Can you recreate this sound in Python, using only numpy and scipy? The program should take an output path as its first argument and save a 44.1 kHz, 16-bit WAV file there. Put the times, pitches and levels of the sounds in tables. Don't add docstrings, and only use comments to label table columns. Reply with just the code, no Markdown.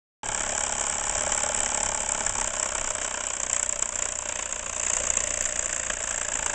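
import sys
import numpy as np
from scipy import signal
from scipy.fft import rfft, irfft
from scipy.io import wavfile
from scipy.ndimage import uniform_filter1d

SR = 44100
rng = np.random.default_rng(int(sys.argv[2]) if len(sys.argv) > 2 else 0)


def generate_wav(signal):
    frames = np.transpose(np.atleast_2d(signal))
    scaled = np.clip(frames, -1, 1) * 32767
    pcm = np.round(scaled).astype(np.int16)
    wavfile.write(sys.argv[1], SR, pcm)


N = 288414
TIME = np.arange(N) / SR


# time in seconds, turns a second.
ENGINE_SPEED = [(0.23, 33.18), (0.53, 35.08), (0.73, 34.28), (1.15, 35.74), (1.43, 35.25), (2.05, 34.8),
                (2.32, 34.01), (2.45, 32.49), (2.76, 32.64), (3.42, 30.51), (3.78, 30.83), (3.91, 29.93),
                (4.04, 30.45), (4.17, 29.78), (4.82, 29.3), (4.95, 29.57), (5.63, 29.42), (6.54, 27.91)]
# time in seconds, jump of the rhythm as part of a turn.
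SKIPS = [(2.934, .53), (5.4235, .42)]

def crank():
    first_turn = .49
    jumps = sum(part * (TIME > s) for s, part in SKIPS)
    wobble = .002 * np.interp(TIME, np.linspace(0, TIME[-1], 100), rng.standard_normal(100))
    return first_turn + np.cumsum(curve(ENGINE_SPEED)) / SR - jumps + wobble


# time in seconds, level in dB against their neighbours.
ODD_STROKES = [(.26, -4), (.33, -0.5), (.9, 1), (.98, -1.5), (1.32, 2.5), (1.435, 2), (1.52, -2.5),
               (2.06, -4), (2.12, -3), (2.21, 3), (2.24, -3.5), (2.27, 1.5), (2.33, -4.5), (2.42, 3),
               (2.505, -2.5), (2.63, 2), (2.75, 2), (2.88, 1), (3.63, 0), (3.83, 7.5), (4.36, -1),
               (4.49, -7), (5.73, 3), (5.765, -2), (5.9, 5.5), (6.18, 0), (6.46, 2)]

def accents(turns):
    stroke = np.floor(turns)
    return gain_of(sum(db * (stroke == np.round(np.interp(s, TIME, turns))) for s, db in ODD_STROKES))


# part of a turn since the exhaust opened, relative flow in dB.
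PUFF_FLOW = [(0, -11), (.045, -4.5), (.09, -1), (.17, -7), (.25, -13), (.36, -24), (.6, -45), (1, -32)]
LEAK_FLOW = [(0, -10.5), (.2, -15.5), (.38, -16.5), (.45, -12), (.51, 2.5), (.6, 5), (.74, 1.5), (.85, -5),
             (1, -5.5)]

def steam(turns):
    angle = turns % 1
    puff_db = np.interp(angle * per_turn(turns, spread_db=.9), *np.transpose(PUFF_FLOW))
    puff = gain_of(puff_db) * accents(turns) * per_turn(turns, spread_db=.96)
    leak = gain_of(np.interp(angle, *np.transpose(LEAK_FLOW))) * per_turn(turns, spread_db=1.17)
    return puff, leak


# time in seconds, hiss in dB, roar in dB.
JET_LEVEL = [(.23, -31.5, -34.5), (1.05, -31, -36.5), (1.45, -30, -34), (1.8, -28, -34.5),
             (1.93, -29.5, -36.5), (3.26, -33.5, -36.5), (3.39, -32, -40), (3.55, -30.5, -37.5),
             (3.91, -35.5, -43), (4.04, -30, -35.5), (4.17, -34, -45), (4.3, -33, -36.5),
             (4.66, -33.5, -41.5), (4.88, -28.5, -37), (5.25, -27, -37.5), (5.73, -33, -38),
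             (6.54, -33.5, -36.5)]
# frequency in Hz, relative level in dB.
HISS_ASTERN = [(2530, -65.5), (4300, -48), (4900, -14.5), (5590, -1), (6450, -4), (7140, 4), (7480, 7.5),
               (8150, 3), (8490, -9), (9000, -30.5), (11700, -60.5), (19800, -120)]
HISS_BROADSIDE = [(2530, -47), (4300, -21), (4630, -14), (5700, -21.5), (6190, -3.5), (6630, -1.5),
                  (7230, 4), (7930, -3.5), (8590, -14), (9000, -29), (11700, -24.5), (19800, -120)]

def hiss(puff):
    jet = puff * condensate(per_s=400, size=.8, rise_s=.00045) * rng.standard_normal(N)
    return gain_of(curve(JET_LEVEL)) * turning(jet, HISS_ASTERN, HISS_BROADSIDE)


# frequency in Hz, relative level in dB.
ROAR_ASTERN = [(200, -18.5), (740, -4.5), (1100, 3), (1220, -15), (1350, -1), (1570, -0.5), (1820, -4.5),
               (1980, -14.5), (2260, -3), (2750, -13), (3080, -1.5), (3550, -14.5), (3900, -12.5),
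               (5000, -18)]
ROAR_BROADSIDE = [(200, -10), (700, -12), (1100, -8.5), (1250, -16), (1450, -8), (2200, -7), (2450, -6),
                  (2650, -1.5), (3150, -10), (3700, -10.5), (5000, -17.5)]
# time in seconds, pitch in Hz, dB against the roar.
HOLLOW_NOTE = [(4.5, 2210, -28), (5.1, 2070, -9), (5.4, 1850, -0.5), (5.8, 1760, -1), (6.15, 1630, -1.5),
               (6.5, 1550, -4)]

def roar(puff, knocks):
    burner = gain_of(-18)
    eddies = lingering(puff ** 2 + burner ** 2, linger_s=.0035)
    flow = evened(uniform_filter1d(eddies, size=250))
    rattle_share = .3 * (1 - curve(STEAM_SHARE))
    rush = np.sqrt(1 - rattle_share) * flow * rng.standard_normal(N)
    jet = turning(rush + np.sqrt(rattle_share) * rattle(knocks), ROAR_ASTERN, ROAR_BROADSIDE)
    pop = evened(puff * rng.standard_normal(N)) + .99 * knocks
    note = evened(ring(pop, curve(HOLLOW_NOTE), width_hz=400))
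    note_gain = gain_of(curve(HOLLOW_NOTE, column=2))
    blend = (jet + note_gain * note) / np.sqrt(1 + note_gain ** 2)
    return gain_of(curve(JET_LEVEL, column=2) - .05) * blend


# time in seconds, relative peak level in dB.
SPITS = [(0.609, -19), (0.639, -20), (.8992, -6), (1.348, -7), (1.378, -8), (1.4641, -7), (1.548, -7.5),
         (1.605, -5), (1.7459, -8.5), (2.09, -11), (2.1216, -3), (2.951, -9), (3.269, -7), (3.5313, -3),
         (3.565, -4), (3.597, -6), (3.63, -5.5), (3.6934, -3.5), (3.7948, -9), (3.726, -8.5), (3.858, -10),
         (3.99, -8), (4.056, -9.5), (4.934, -5), (5.103, -5), (5.1702, -12), (5.3417, -11.5),
         (5.4097, -4.5), (5.4548, -6), (5.5945, -5), (5.6595, -7), (6.356, -9), (6.4625, -20)]

def spits(decay_s=.0007, level_db=-4, glide=.02):
    out, t = np.zeros(N), np.arange(-200, 200) / SR
    for s, db in SPITS:
        hz = 7820 - 750 * np.interp(s, *np.transpose(HEADING))
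        bend, phase = rng.uniform(-1, 1, 2)
        cycles = hz * t * (1 + glide * bend * t / decay_s) + phase
        envelope = gain_of(db + level_db) * np.exp(-abs(t / decay_s))
        at = round(s * SR) - len(t) // 2
        out[at:at + len(t)] += envelope * np.sin(2 * np.pi * cycles)
    return out


# time in seconds, level in dB.
LEAK_LEVEL = [(.3, -38), (.5, -33.5), (.75, -34), (1.05, -33.5), (1.35, -32.5), (1.62, -32.5), (1.9, -36),
              (2.15, -34), (2.7, -36.5), (3.4, -39), (3.55, -36), (3.75, -40.5), (4.1, -38.5), (4.7, -39),
              (4.9, -32.5), (5.3, -35.5), (5.95, -36), (6.2, -37.5), (6.5, -35.5)]
# frequency in Hz, relative level in dB.
LEAK_COLOUR = [(500, -29.5), (1000, -11.5), (1600, -12), (2100, -15), (2900, -12), (4300, -27), (5500, -16),
               (6400, -10), (7000, -3), (7600, 1), (8200, -7.5), (9000, -32)]

def port_leak(leak):
    jet = leak * condensate(per_s=250, size=1.5, rise_s=.0006) * rng.standard_normal(N)
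    return gain_of(curve(LEAK_LEVEL)) * coloured(jet, LEAK_COLOUR)


def condensate(per_s, size, rise_s):
    drops = (rng.random(N) < per_s / SR) * rng.random(N)
    age = TIME[:512] / rise_s
    return 1 + size * signal.oaconvolve(drops, age * np.exp(1 - age))[:N]


def gurgle(turns, puff):
    hz = 1480 * per_turn(turns, spread_db=1.5)
    bubbling = lingering(puff ** 2, linger_s=.0028) * rng.standard_normal(N)
    return gain_of(curve(JET_LEVEL, column=2) - 9) * evened(ring(bubbling, hz, width_hz=440))


# time in seconds, heading from 0 (stern-on) to 1 (broadside).
HEADING = [(.2, 0.024), (3.2, 0.26), (4.3, 0.65), (5.1, 0.93), (5.6, 0.78), (6.5, 0.65)]

def turning(x, astern, broadside):
    side = curve(HEADING)
    return evened((1 - side) * coloured(x, astern) + side * coloured(x, broadside))


def piston(turns, lag_turns):
    blows = np.diff(np.floor(turns - lag_turns), prepend=0).clip(0, 1)
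    return evened(blows * accents(turns) * per_turn(turns, spread_db=1.16))


def rattle(knocks, fade_s=.0015):
    age = TIME[:1500] / fade_s
    response = rng.standard_normal(len(age)) * age * np.exp(-age)
    return evened(signal.oaconvolve(knocks, response)[:N])


# time in seconds, share of 1.
STEAM_SHARE = [(2.1, .08), (3, .25), (3.8, .45), (6.5, .55)]
# frequency in Hz, resonator width in Hz, relative level in dB.
DECK_MODES = [(539.3, 89, -3.5), (590, 92, 0), (645.2, 33.5, -4.5)]
THUMP_MODES = [(242.5, 33, 4), (324, 110, 0), (407, 35, 3)]

def hull(turns, puff):
    knocks = piston(turns, lag_turns=.08)
    buffet = evened((lingering(puff ** 2, linger_s=.007) + .1) * rng.standard_normal(N))
    share = curve(STEAM_SHARE)
    drive = bank_echo(np.sqrt(1 - share) * knocks + np.sqrt(share) * buffet, delay_s=.00486)
    ripples = gain_of(-4.5) * rng.standard_normal(N)
    deck = sum(gain_of(db) * ring(drive + ripples, hz, width) for hz, width, db in DECK_MODES)
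    thump = sum(gain_of(db) * resonate(drive + .29 * knocks, hz, width) for hz, width, db in THUMP_MODES)
    return hull_gain(-42.5) * evened(deck) + hull_gain(-47.5, broadside_db=-6) * evened(thump)


def hull_gain(level_db, broadside_db=0):
    jet_db = (curve(JET_LEVEL) + curve(JET_LEVEL, column=2)) / 2
    return gain_of(level_db + .95 * (jet_db - jet_db.mean()) + broadside_db * curve(HEADING))


# time in seconds, pitch in Hz, level in dB.
COCKPIT_NOTE = [(.3, 853, -39.5), (1.1, 833, -41.5), (1.7, 858, -38), (2.5, 905, -42.5), (3.1, 957, -46.5),
                (3.5, 993, -48), (4.3, 987, -46), (5.1, 1015, -44), (5.6, 1035, -56), (6.5, 895, -44.5)]
# time in seconds, lag as part of a turn.
COCKPIT_LAG = [(2.5, 0.1785), (3.6, .09), (6.5, .07)]

def cockpit(turns, puff):
    eddies = evened(lingering(puff ** 2, linger_s=.0052) * rng.standard_normal(N))
    blow = piston(turns, curve(COCKPIT_LAG)) + 1.5 * curve(STEAM_SHARE) * eddies
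    hz = curve(COCKPIT_NOTE) * per_turn(turns, spread_db=.12)
    note = ring(bank_echo(blow, delay_s=.00354), hz, width_hz=185)
    return gain_of(curve(COCKPIT_NOTE, column=2)) * evened(note)


# start in seconds, peak level in dB.
DECK_BOOMS = [(.526, -25), (.808, -28), (1.158, -25), (1.233, -30), (1.27, -22), (1.354, -31), (1.439, -26),
              (1.497, -25), (5.006, -27.5)]

def deck_booms(hz=599, rise_s=.0032):
    out, t = np.zeros(N), TIME[:3000]
    age = t / rise_s
    boom = age * np.exp(1 - age) * np.sin(2 * np.pi * hz * t)
    for s, db in DECK_BOOMS:
        at = round(s * SR)
        out[at:at + len(t)] += gain_of(db) * boom
    return out


# multiple of the engine speed, relative level in dB.
SHAKE_HARMONICS = [(1, -68), (2, -54), (3, -61.5)]

def shake(turns):
    return sum(np.sqrt(2) * hull_gain(db, broadside_db=5) * np.sin(2 * np.pi * k * turns)
               for k, db in SHAKE_HARMONICS)


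# time in seconds, share thrown back.
BANK_RETURN = [(2, 0.53), (3, 0.37), (4.2, 0.21)]

def bank_echo(x, delay_s):
    back = curve(BANK_RETURN)
    return sum(back ** k * np.interp(TIME - k * delay_s, TIME, x) for k in range(3)) / (1 + back)


# time in seconds, level in dB before the last treble cut.
TICKS = [(1.55, -54), (1.8024, -53), (1.9157, -53), (2.2329, -38), (2.9548, -49), (3.5654, -45),
         (3.6921, -45), (5.1723, -46), (5.2596, -42), (5.4077, -43), (5.4243, -18), (5.5963, -45)]

def ticks():
    out = np.zeros(N)
    for s, db in TICKS:
        out[round(s * SR)] = gain_of(db)
    return out


# time in seconds, level in dB before gusts.
WIND_LEVEL = [(.3, -41.5), (2, -43.5), (3.5, -49), (4.6, -46), (5.1, -41.5), (5.5, -45), (6.5, -43.5)]
# frequency in Hz, relative level in dB.
WIND_COLOUR = [(8, -14.5), (21, 3.5), (32, -7), (44, -4), (62, -14), (100, -14.5), (160, -17), (400, -25.5),
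               (1500, -25.5)]

def wind(gust_db=3, gusts_per_s=7.5):
    gusts = np.interp(TIME * gusts_per_s, np.arange(128), rng.standard_normal(128))
    return gain_of(curve(WIND_LEVEL) - gust_db * gusts) * coloured(rng.standard_normal(N), WIND_COLOUR)


def gain_of(db):
    return 10 ** (np.asarray(db) / 20)


def evened(x):
    return x / np.sqrt(np.mean(x ** 2) + 1e-20)


def curve(rows, column=1):
    rows = np.asarray(rows)
    return np.interp(TIME, rows[:, 0], rows[:, column])


def per_turn(turns, spread_db):
    luck = np.sqrt(3) * rng.uniform(-1, 1, size=256)
    return gain_of(spread_db * luck)[turns.astype(int)]


def lingering(power, linger_s):
    keep = np.exp(-1 / (linger_s * SR))
    return np.sqrt(signal.lfilter([1 - keep], [1, -keep], power))


def coloured(x, spectrum):
    hz, db = np.transpose(spectrum)
    log_f = np.log(np.fft.rfftfreq(N, 1 / SR) + 1)
    outside = np.maximum(np.log(hz[0]) - log_f, 0) + np.maximum(log_f - np.log(hz[-1]), 0)
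    response = gain_of(np.interp(log_f, np.log(hz), db) - 60 * outside)
    return evened(irfft(rfft(x) * response, N))


def resonate(x, hz, width_hz):
    carrier = np.exp(2j * np.pi * np.cumsum(hz * np.ones(N)) / SR)
    keep = np.exp(-np.pi * width_hz / SR)
    return 2 * (carrier * signal.lfilter([1 - keep], [1, -keep], x / carrier + 1e-18)).real


def ring(x, hz, width_hz):
    return resonate(resonate(x, hz, width_hz), hz, width_hz)


def low_pass(x, edge_hz):
    taps = signal.firwin(255, edge_hz, window=("kaiser", 8), fs=SR)
    return signal.oaconvolve(x, taps[None], "same")


def scene():
    turns = crank()
    knocks = piston(turns, lag_turns=.0093)
    puff, leak = steam(turns)
    exhaust = hiss(puff) + port_leak(leak) + spits() + roar(puff, knocks)
    boat = hull(turns, puff) + deck_booms() + shake(turns)
    return (exhaust + gurgle(turns, puff) + boat + cockpit(turns, puff) + wind())[None]


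def record(dry):
    opens_s, notch_hz = .2325, 4230
    notched = signal.lfilter(*signal.iirnotch(notch_hz, Q=4.5, fs=SR), dry * (TIME > opens_s))
    narrow = low_pass(notched, edge_hz=9000)
    return low_pass(narrow + ticks(), edge_hz=15800)


dry = scene()
out = record(dry)
generate_wav(out)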